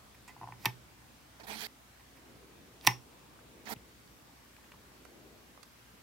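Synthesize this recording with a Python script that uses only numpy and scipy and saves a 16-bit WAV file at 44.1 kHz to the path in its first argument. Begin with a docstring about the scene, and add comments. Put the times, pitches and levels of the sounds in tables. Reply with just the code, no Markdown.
"""A creaking wall switch

A thumb creaks over a bare wall switch, which snaps off and later on again, in a small quiet room.
Tiny pushes make the switch and the hollow wall ring; the metal contacts add bright ticks of noise.
A finger rubs the camera's case twice, as gritty noise with a boom; small ticks are filtered puffs.
Hiss, hum, a low rumble and faint whines, made of noise and plain tones, fill the gaps."""
import sys
import numpy as np
from scipy import signal
from scipy.fft import rfft, irfft
from scipy.io import wavfile
from scipy.ndimage import uniform_filter1d

SR = 44100
rng = np.random.default_rng(int(sys.argv[2]) if len(sys.argv) > 2 else 0)


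def log_audio(samples):
    """Write samples as a 16-bit WAV file to the path given in sys.argv[1]."""
    # one column per channel
    frames = np.atleast_2d(samples).T
    # limit to full scale, then quantise
    limited = np.clip(frames, -1, 1)
    pcm = np.round(limited * 32767).astype(np.int16)
    wavfile.write(sys.argv[1], SR, pcm)


N = 265790

# Colour of the background hiss. Each row: frequency in Hz, relative level in dB per Hz.
HISS_COLOUR = [(15, -61), (25, -29), (41, -7.5), (64, -6.5), (123, -8), (206, -9.5), (242, -5),
               (354, -16.5), (405, -18.5), (451, -15.5), (818, -14), (1100, -14), (10700, -26.5),
               (12500, -26), (16000, -26.5)]
HISS_DB = -58.5
# How alike left and right hiss are. Each row: frequency in Hz, likeness (1 same, 0 unrelated, below 0 opposed).
HISS_LIKENESS = [(60, 0.73), (180, 0.72), (550, 0.069), (1650, 0.052), (4970, 0.081), (15000, -0.28)]
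# Mains hum. Each row: pitch in Hz, peak level in dB around which it wavers.
HUM_TONES = [(59.7, -67), (119.4, -71)]
# Swells and fades of the low rumble. Each row: time in seconds, level in dB.
RUMBLE_LEVELS = [(0.0, -68.5), (0.64, -65), (1.28, -75), (1.58, -63), (1.85, -74.5), (2.35, -60.5),
                 (3.36, -65.5), (3.66, -58), (4.1, -72), (4.53, -70.5), (5.24, -58.5), (5.69, -71),
                 (6.03, -68.5)]
RUMBLE_HZ, RUMBLE_WIDTH_HZ = 286, 377  # the width is that of each of two filter passes

# Ringing of plate, toggle and box.
# Each row: pitch in Hz, level in dB, time to fall by 60 dB in seconds, left minus right in dB.
SWITCH_MODES = [(683, -20, 0.04, 5), (880, -5, 0.016, 0), (1037, -7, 0.025, -1), (1500, -20, 0.037, 6),
                (1804, -13.5, 0.055, -4.5), (2020, -8, 0.019, -8), (2260, -9, 0.032, -1.5),
                (2535, -0.5, 0.011, -9), (2820, -3.5, 0.0087, -4), (3220, -2, 0.01, -6),
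                (3600, -12, .012, -3), (3760, -12, 0.022, 9), (4480, -10.5, .01, -14),
                (4710, -17, 0.0228, 10.5), (5720, -1.5, 0.009, -1), (6160, -20.5, 0.0174, 11)]
# Ringing of the hollow wall panel. Each row: pitch in Hz, level in dB, time to fall by 60 dB in seconds.
WALL_MODES = [(106, -9.5, 0.148), (123.6, 1, 0.25), (177.5, -6, .12), (241, -3, 0.078), (308, 1, 0.051),
              (386, -5, 0.14), (474, -28, 0.067)]
# Colour of metal contact noise. Each row: frequency in Hz, boost in dB per Hz.
TICK_COLOUR = [(3000, 7.5), (4500, 10.5), (5600, 12.5), (6400, 3.5), (8500, 3), (10000, 3), (11900, 4),
               (14100, 6.5), (16000, 2)]
# Stereo balance of that noise. Each row: frequency in Hz, left minus right in dB.
TICK_BALANCE = [(2500, 0.5), (4500, -2), (8000, -9), (15000, -15)]
# Soft hisses on the switch; the 2.857 row is a short rising hiss before the second snap.
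# Each row: start in seconds, length in seconds, push that rings the switch in dB,
# hiss before colouring in dB, share of the length spent swelling (kept within .02 to .98).
SOFT_HISSES = [(0.139, .025, -80, -72, 0.34), (0.275, 0.043, -64, -66, 0.078),
               (0.583, 0.087, -72, -61.5, 0.89), (1.987, 0.034, -73, -78, .4),
               (2.156, 0.037, -73, -74, 0.36), (2.813, 0.066, -65, -61, 0.6),
               (2.857, 0.0111, -65, -49.5, 1)]
SOFT_HISS_MS = 0.17  # softness of the push
# The thumb creaks over the lever in soft slips.
# Each row: time in seconds, ring push in dB, contact time in ms, wall thud push in dB.
SLIPS = [(.364, -30.5, .4, -53), (0.4125, -24, .39, -48), (0.4224, -29, .38, -60), (.431, -23, 0.39, -49),
         (.44, -20.5, 0.51, -58), (.473, -25.5, .37, -57), (.487, -23, 0.51, -50), (0.504, -35, 0.37, -58),
         (0.522, -29.5, .24, -48.5)]
# The spring lets go, the metal contacts meet, the lever hits its stop. 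Ticks are levels before colouring.
# Each row: let-go in seconds, its ring push in dB, its tick in dB, contacts meeting in seconds, ring push in dB,
# tick in dB, stop in seconds, ring push in dB, tick in dB, wall thud push in dB.
SNAPS = [(.648, -23.5, -62, .656, -46, -23.5, .6578, -17.5, -36, -32.5),
         (2.849, -32, -45, 2.8682, -32, -21.5, 2.8721, -9, -18, -29)]
# Bounces off the stop, one list for each snap. Each row: delay after the stop in ms, ring push in dB.
BOUNCES = [
    [(2.3, -21), (5.7, -27)],
    [(1.1, -14.5), (3.6, -15.5), (4.9, -21)],
]
LET_GO_MS, MEET_MS, STOP_MS = 0.24, .06, 0.075  # contact times
SOFTER_MS_PER_MS = .018  # later bounces touch for longer, so they land softer
LET_GO_THUD_DB, BOUNCE_TICK_DB, BOUNCE_THUD_DB = -21.5, -14.5, -37  # against the ring push
SILENT_DB = -120

# Small ticks of handling, and soft 2 kHz rings of the brushed switch (.142 and .276, near 2 kHz).
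# Each row: start in seconds, peak level in dB, pitch in Hz,
# width in Hz (each of two filter passes is 1.36 times as wide),
# length in ms (the noise peaks after a third of it), left minus right in dB.
SMALL_TICKS = [(.142, -52.5, 2040, 352, 13, -2), (.276, -52, 1930, 200, 32, -2),
               (0.276, -50.5, 7500, 1510, 20, -7), (.301, -53, 4000, 3000, 3, -2),
               (2.811, -44, 3500, 3000, 2.7, -3), (3.390, -48, 1000, 500, 2.3, -1),
               (3.758, -45, 148, 60, 8.9, 1), (3.761, -50, 2900, 895, 4.6, 6),
               (4.075, -54.5, 4300, 1500, 3.4, -10), (4.564, -50, 2100, 1200, 5.1, 10),
               (4.58, -57, 950, 300, 8, 0), (4.642, -54, 1100, 1200, 5, 0),
               (4.718, -44, 1500, 2500, 5.4, 3), (4.735, -52, 950, 250, 8, -2),
               (4.729, -53, 130, 40, 18, 0), (4.917, -54, 696, 500, 4.7, -3),
               (5.05, -48, 1000, 800, 6, -13), (5.05, -50.5, 5960, 5000, 4.4, -12),
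               (5.575, -47, 935, 496, 2.8, -15), (5.629, -53.5, 1290, 600, 6.8, -17),
               (5.629, -47.5, 4470, 5000, 6.6, -16)]
# Room echo dying away. Each row: frequency in Hz, time to fall by 60 dB in seconds.
ROOM_DECAY = [(150, 0.38), (800, 0.18), (2500, 0.17), (6000, 0.23), (14000, 0.18)]
# Colour of the room echo. Each row: frequency in Hz, relative level in dB.
ROOM_COLOUR = [(150, -2.5), (400, 5.5), (1000, 8), (3000, 2), (6000, 1), (14000, -1)]
ROOM_DB = -13.5

# The finger lands on the case before it rubs. Each row: start in seconds, hiss level at its peak in dB.
TOUCHES = [(1.397, -55.5), (1.433, -56)]
TOUCH_RISE_S, TOUCH_S, TOUCH_START_DB, TOUCH_FADE_DB = .004, .03, -4, -12
TOUCH_BOOM_DB, TOUCH_TOP_DB = 1, -13  # against the hiss
TOUCH_LINGER_DB = 9  # boom and top treble fade this much less
# Skin rubbing the case, one list for each stroke.
# Each row: time in seconds, hiss in dB, body boom against the hiss in dB, top treble against the hiss in dB.
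STROKES = [
    [(1.468, -55.5, -6, -1), (1.505, -46.5, 0, -8), (1.586, -50, -7.5, -5), (1.622, -43, -11, -8),
     (1.671, -48, -5.5, -3)],
    [(3.654, -55.5, -13, -14), (3.688, -48.5, -3, -9), (3.696, -48.5, -1.5, 1), (3.729, -44, -2.5, -1.5),
     (3.741, -50.5, -1, 1)],
]
# Colour of skin on the case. Each row: frequency in Hz, relative level in dB per Hz.
SKIN_COLOUR = [(650, -19.5), (1100, -4), (1720, -0.5), (2580, -4), (2850, -11.5), (3190, -5), (3610, -9),
               (4510, -6.5), (7390, -17.5), (14800, -17), (16000, -16.5)]
# Boom of the case. Each row: pitch in Hz, width in Hz (each of two filter passes is 1.24 times as wide),
# level in dB.
CASE_MODES = [(217.7, 23, 5), (314, 40, -2), (427, 38, 2.5), (680, 214, 1), (878, 220, 0.5)]
# Stereo balance of the rubbing. Each row: frequency in Hz, left minus right in dB.
RUB_BALANCE = [(60, -6), (180, -19), (550, -9), (1650, -5), (4970, -15.5), (15000, -14)]
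# Faint electronic whines. Each row: start in seconds (a negative one counts back from the end), pitch in Hz,
# level in dB, width in Hz of each of two filter passes.
WHINES = [(4, 12500, -81, 600), (-2.5, 14900, -90, 200)]
EDGE_HZ = 15900  # highest frequency kept in the sound


def gain_of(db):
    """Turns decibels into a gain."""
    return 10 ** (np.asarray(db) / 20)


def evened(x):
    """Scales a sound to an rms level of 1."""
    return x / np.sqrt(np.mean(x ** 2) + 1e-20)


def read(points, hz):
    """Reads a frequency table between its points, on a log-frequency axis."""
    f, value = np.transpose(points)
    return np.interp(np.log(hz + 1), np.log(f + 1), value)


def add(mix, s, sound):
    """Mixes a sound in at time s; a negative s counts back from the end."""
    part = mix[..., round(s * SR):][..., :sound.shape[-1]]
    part += sound[..., :part.shape[-1]]


def coloured(x, points, factor=1):
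    """Makes each frequency louder or softer by a dB table."""
    hz = np.fft.rfftfreq(x.shape[-1], 1 / SR)
    return irfft(rfft(x) * gain_of(factor * read(points, hz)), x.shape[-1])


def panned(x, points):
    """Splits a sound into left and right by a balance table, half the difference to each side."""
    return np.array([coloured(x[0], points, .5), coloured(x[-1], points, -.5)])


def resonate(x, hz, width):
    """Passes a sound twice through a two-pole resonance, each of about gain 1 at its peak."""
    pole = np.exp((2j * np.pi * hz - np.pi * width) / SR)
    for _ in range(2):
        x = 2 * signal.lfilter([1 - abs(pole)], [1, -pole], x).real
    return x


def highpass(x, order, hz):
    """Removes the sound below a frequency."""
    return signal.sosfilt(signal.butter(order, hz, "high", fs=SR, output="sos"), x)


def patchy(count, patchy_db, bins, frames):
    """Makes two random short-time spectra whose shared level drifts in patches of time and frequency."""
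    a, b, c, d, patches = rng.standard_normal((N // (count // 4) + 5, count // 2 + 1, 5)).T
    patches = uniform_filter1d(patches, size=bins, axis=0)
    patches = evened(uniform_filter1d(patches, size=frames, axis=1))
    return np.array([a + 1j * b, c + 1j * d]) * gain_of(patchy_db * patches)


def microphone_hiss():
    """Coloured noise at each port, more alike in the bass than higher up."""
    hz = np.fft.rfftfreq(1024, 1 / SR)
    patchy_db = read([(300, 1.7), (3000, 1.06)], hz)[:, None]
    left, other = patchy(count=1024, patchy_db=patchy_db, bins=8, frames=20)
    same = np.clip(read(HISS_LIKENESS, hz), -1, 1)[:, None]
    right = same * left + np.sqrt(1 - same ** 2) * other
    spectra = np.array([left, right]) * gain_of(read(HISS_COLOUR, hz)[:, None])
    hiss = signal.istft(spectra, nperseg=1024, noverlap=768)[1][:, :N]
    return gain_of(HISS_DB) * evened(hiss)


def mains_hum():
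    """Steady sine tones whose level wavers slowly."""
    waver = evened(uniform_filter1d(rng.standard_normal(N), 6000))
    hum = np.zeros(N)
    for hz, db in HUM_TONES:
        cycles = hz * np.arange(N) / SR + rng.random()
        hum += gain_of(db + 1.5 * waver) * np.sin(2 * np.pi * cycles)
    return hum


def rumble():
    """Low noise from far off: resonated noise, partly alike at both ports."""
    s, db = np.transpose(RUMBLE_LEVELS)
    a, b = (resonate(x, RUMBLE_HZ, RUMBLE_WIDTH_HZ) for x in rng.standard_normal((2, N)))
    both = evened(np.array([a + 0.64 * b, b + 0.23 * a]))
    return gain_of(np.interp(np.arange(N) / SR, s, db)) * both


def ring(hz, db, t60):
    """One way an object rings: a sine that dies away by 60 dB in t60 seconds."""
    t = np.arange(SR // 2) / SR
    return gain_of(db - 60 * t / t60) * np.sin(2 * np.pi * hz * t)


def contact(ms):
    """A bell-shaped force of area 1, centred at half a millisecond; softer ones excite fewer high modes."""
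    t_ms = np.arange(60) / SR * 1000
    force = np.exp(-.5 * ((t_ms - .5) / max(ms / 2, .01)) ** 2)
    return force / force.sum()


def slips():
    """Thumb slips as blows without a metal tick: (s, ring dB, contact ms, tick dB, thud dB)."""
    return [(s, db, ms, SILENT_DB, thud_db) for s, db, ms, thud_db in SLIPS]


def snaps():
    """Spring let-go, contacts, stop and bounces, as blows in the same form as the slips."""
    blows = []
    for snap, bounces in zip(SNAPS, BOUNCES):
        go_s, go_db, go_tick_db, meet_s, meet_db, meet_tick_db, stop_s, stop_db, stop_tick_db, thud_db = snap
        blows.append((go_s, go_db, LET_GO_MS, go_tick_db, go_db + LET_GO_THUD_DB))
        blows.append((meet_s, meet_db, MEET_MS, meet_tick_db, SILENT_DB))
        blows.append((stop_s, stop_db, STOP_MS, stop_tick_db, thud_db))
        for ms, db in bounces:
            contact_ms = STOP_MS + SOFTER_MS_PER_MS * ms
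            blows.append((stop_s + ms / 1000, db, contact_ms, db + BOUNCE_TICK_DB, db + BOUNCE_THUD_DB))
    return blows


def switch():
    """Blows and soft hisses make the plate ring, blows also the wall; both add bright noise."""
    push, thud, ticks = np.zeros((3, N))
    for s, length, db, hiss_db, swell in SOFT_HISSES:
        progress = np.arange(0, 1, 1 / (length * SR))
        shape = np.interp(progress, [0, np.clip(swell, .02, .98), 1], [0, 1, 0])
        grain = rng.standard_normal((2, len(shape))) * shape
        add(push, s, gain_of(db) * np.convolve(grain[0], contact(SOFT_HISS_MS)))
        add(ticks, s, gain_of(hiss_db) * grain[1])
    t = np.arange(400) / SR
    tick_shape = np.minimum(t / 0.00025, 1) * gain_of(-60 * t / 0.0093)
    for s, db, contact_ms, tick_db, thud_db in slips() + snaps():
        add(push, s - .0005, gain_of(db) * contact(contact_ms))  # the force peaks at s
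        add(thud, s, gain_of(thud_db) * np.hanning(130) / 65)
        add(ticks, s, gain_of(tick_db) * tick_shape * rng.standard_normal(len(t)))
    # neighbouring modes start in opposite directions, so each ring swells for a moment before it dies
    plate, wall = np.zeros((2, SR // 2)), np.zeros(SR // 2)
    for k, (hz, db, t60, pan_db) in enumerate(SWITCH_MODES):
        plate += (-1) ** k * gain_of([[pan_db / 2], [-pan_db / 2]]) * ring(hz, db, t60)
    for k, (hz, db, t60) in enumerate(WALL_MODES):
        wall += (-1) ** k * ring(hz, db, t60)
    ringing = highpass(signal.oaconvolve(push[None], plate, axes=1)[:, :N], 2, 620)
    boom = highpass(signal.oaconvolve(thud, wall)[:N], 2, 95)
    return ringing + boom + panned(coloured(ticks, TICK_COLOUR)[None], TICK_BALANCE)


def small_ticks():
    """Handling ticks and soft switch rings: puffs of noise, each through its own resonance."""
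    out, t = np.zeros((2, N)), np.arange(3000) / SR
    for s, db, hz, width, ms, pan_db in SMALL_TICKS:
        u = t * 3000 / ms
        noise = rng.standard_normal(len(t)) * u * np.exp(-u)
        puff = resonate(noise, hz, 1.36 * width)
        add(out, s, gain_of([[db + pan_db / 2], [db - pan_db / 2]]) * puff / abs(puff).max())
    return out


def room(x):
    """Room echo: sparse clicks of random sign, each frequency band dying at its own speed."""
    taps = np.zeros((2, SR // 2))
    starts = np.arange(round(.005 * SR), SR // 2 - 20, 10)
    places = starts + rng.integers(0, 10, (2, len(starts)))
    np.put_along_axis(taps, places, rng.choice([-1., 1.], places.shape), 1)
    taps = taps + 0.25 * taps[::-1]  # each side shares a little with the other
    hz, t, z = signal.stft(taps, SR, nperseg=256)
    level_db = read(ROOM_COLOUR, hz)[:, None] - 60 * t / read(ROOM_DECAY, hz)[:, None]
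    tail = signal.istft(z * gain_of(level_db), SR, nperseg=256)[1]
    return signal.fftconvolve(x.mean(0)[None], tail / np.linalg.norm(tail[0]), axes=1)[:, :N]


def touch(s, db):
    """A landing finger as a short stroke: quick rise, then a fade."""
    return [(s, db + TOUCH_START_DB, TOUCH_BOOM_DB, TOUCH_TOP_DB),
            (s + TOUCH_RISE_S, db, TOUCH_BOOM_DB, TOUCH_TOP_DB),
            (s + TOUCH_S, db + TOUCH_FADE_DB, TOUCH_BOOM_DB + TOUCH_LINGER_DB, TOUCH_TOP_DB + TOUCH_LINGER_DB)]


def rubs():
    """Gritty skin friction next to the right port: hiss, its top treble, and the boom of the case."""
    # the contact patch keeps changing, so bands of the hiss come and go
    spectra = patchy(count=256, patchy_db=3, bins=6, frames=18)
    right, other = signal.istft(spectra, nperseg=256, noverlap=192)[1][:, :N]
    left = 0.4 * np.roll(right, round(0.00024 * SR)) + 0.73 * other  # the left port hears it later
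    flutter_db = 0.76 * evened(uniform_filter1d(rng.standard_normal(N), 40))
    grit = np.array([left, right]) * gain_of(flutter_db)
    hiss = coloured(grit, SKIN_COLOUR)
    low = signal.sosfiltfilt(signal.butter(4, 8000, fs=SR, output="sos"), hiss)
    boom = np.zeros((2, N))
    for k, (hz, width, db) in enumerate(CASE_MODES):
        boom += (-1) ** k * gain_of(db) * resonate(grit, hz, 1.24 * width)
    boom = boom + 0.2 * boom[::-1]  # the case moves both ports alike
    layers = [evened(x) for x in (low, boom, hiss - low)]
    out = np.zeros((2, N))
    for rows in [touch(*row) for row in TOUCHES] + STROKES:
        s, db, boom_db, top_db = np.transpose(rows)
        t = np.arange(s[0], s[-1], 1 / SR)
        at = round(s[0] * SR)
        edge = np.clip(np.minimum(t - s[0], s[-1] - t) / 0.0014, 0, 1)  # soft start and end
        for layer, against_db in zip(layers, (0, boom_db, top_db)):
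            level = gain_of(np.interp(t, s, db + against_db))
            add(out, s[0], edge * level * layer[:, at:at + len(t)])
    return panned(out, RUB_BALANCE)


def whines():
    """Faint electronic whines: noise squeezed into narrow bands, each lasting to the end."""
    out = np.zeros((2, N))
    for s, hz, db, width in WHINES:
        add(out, s, gain_of(db) * evened(resonate(rng.standard_normal(N), hz, width)))
    return out


def scene():
    """The switch and the small ticks echo in the room; all other sounds are added without echo."""
    near = switch() + small_ticks()
    background = microphone_hiss() + mains_hum() + rumble() + whines()
    return near + gain_of(ROOM_DB) * room(near) + rubs() + background


def record(dry):
    """The deep bass is cut, then everything above EDGE_HZ."""
    cut = highpass(dry, 5, 48)
    band = signal.firwin(511, EDGE_HZ, window=("kaiser", 9), fs=SR)
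    return signal.oaconvolve(cut, band[None], "same")


dry = scene()
out = record(dry)
log_audio(out)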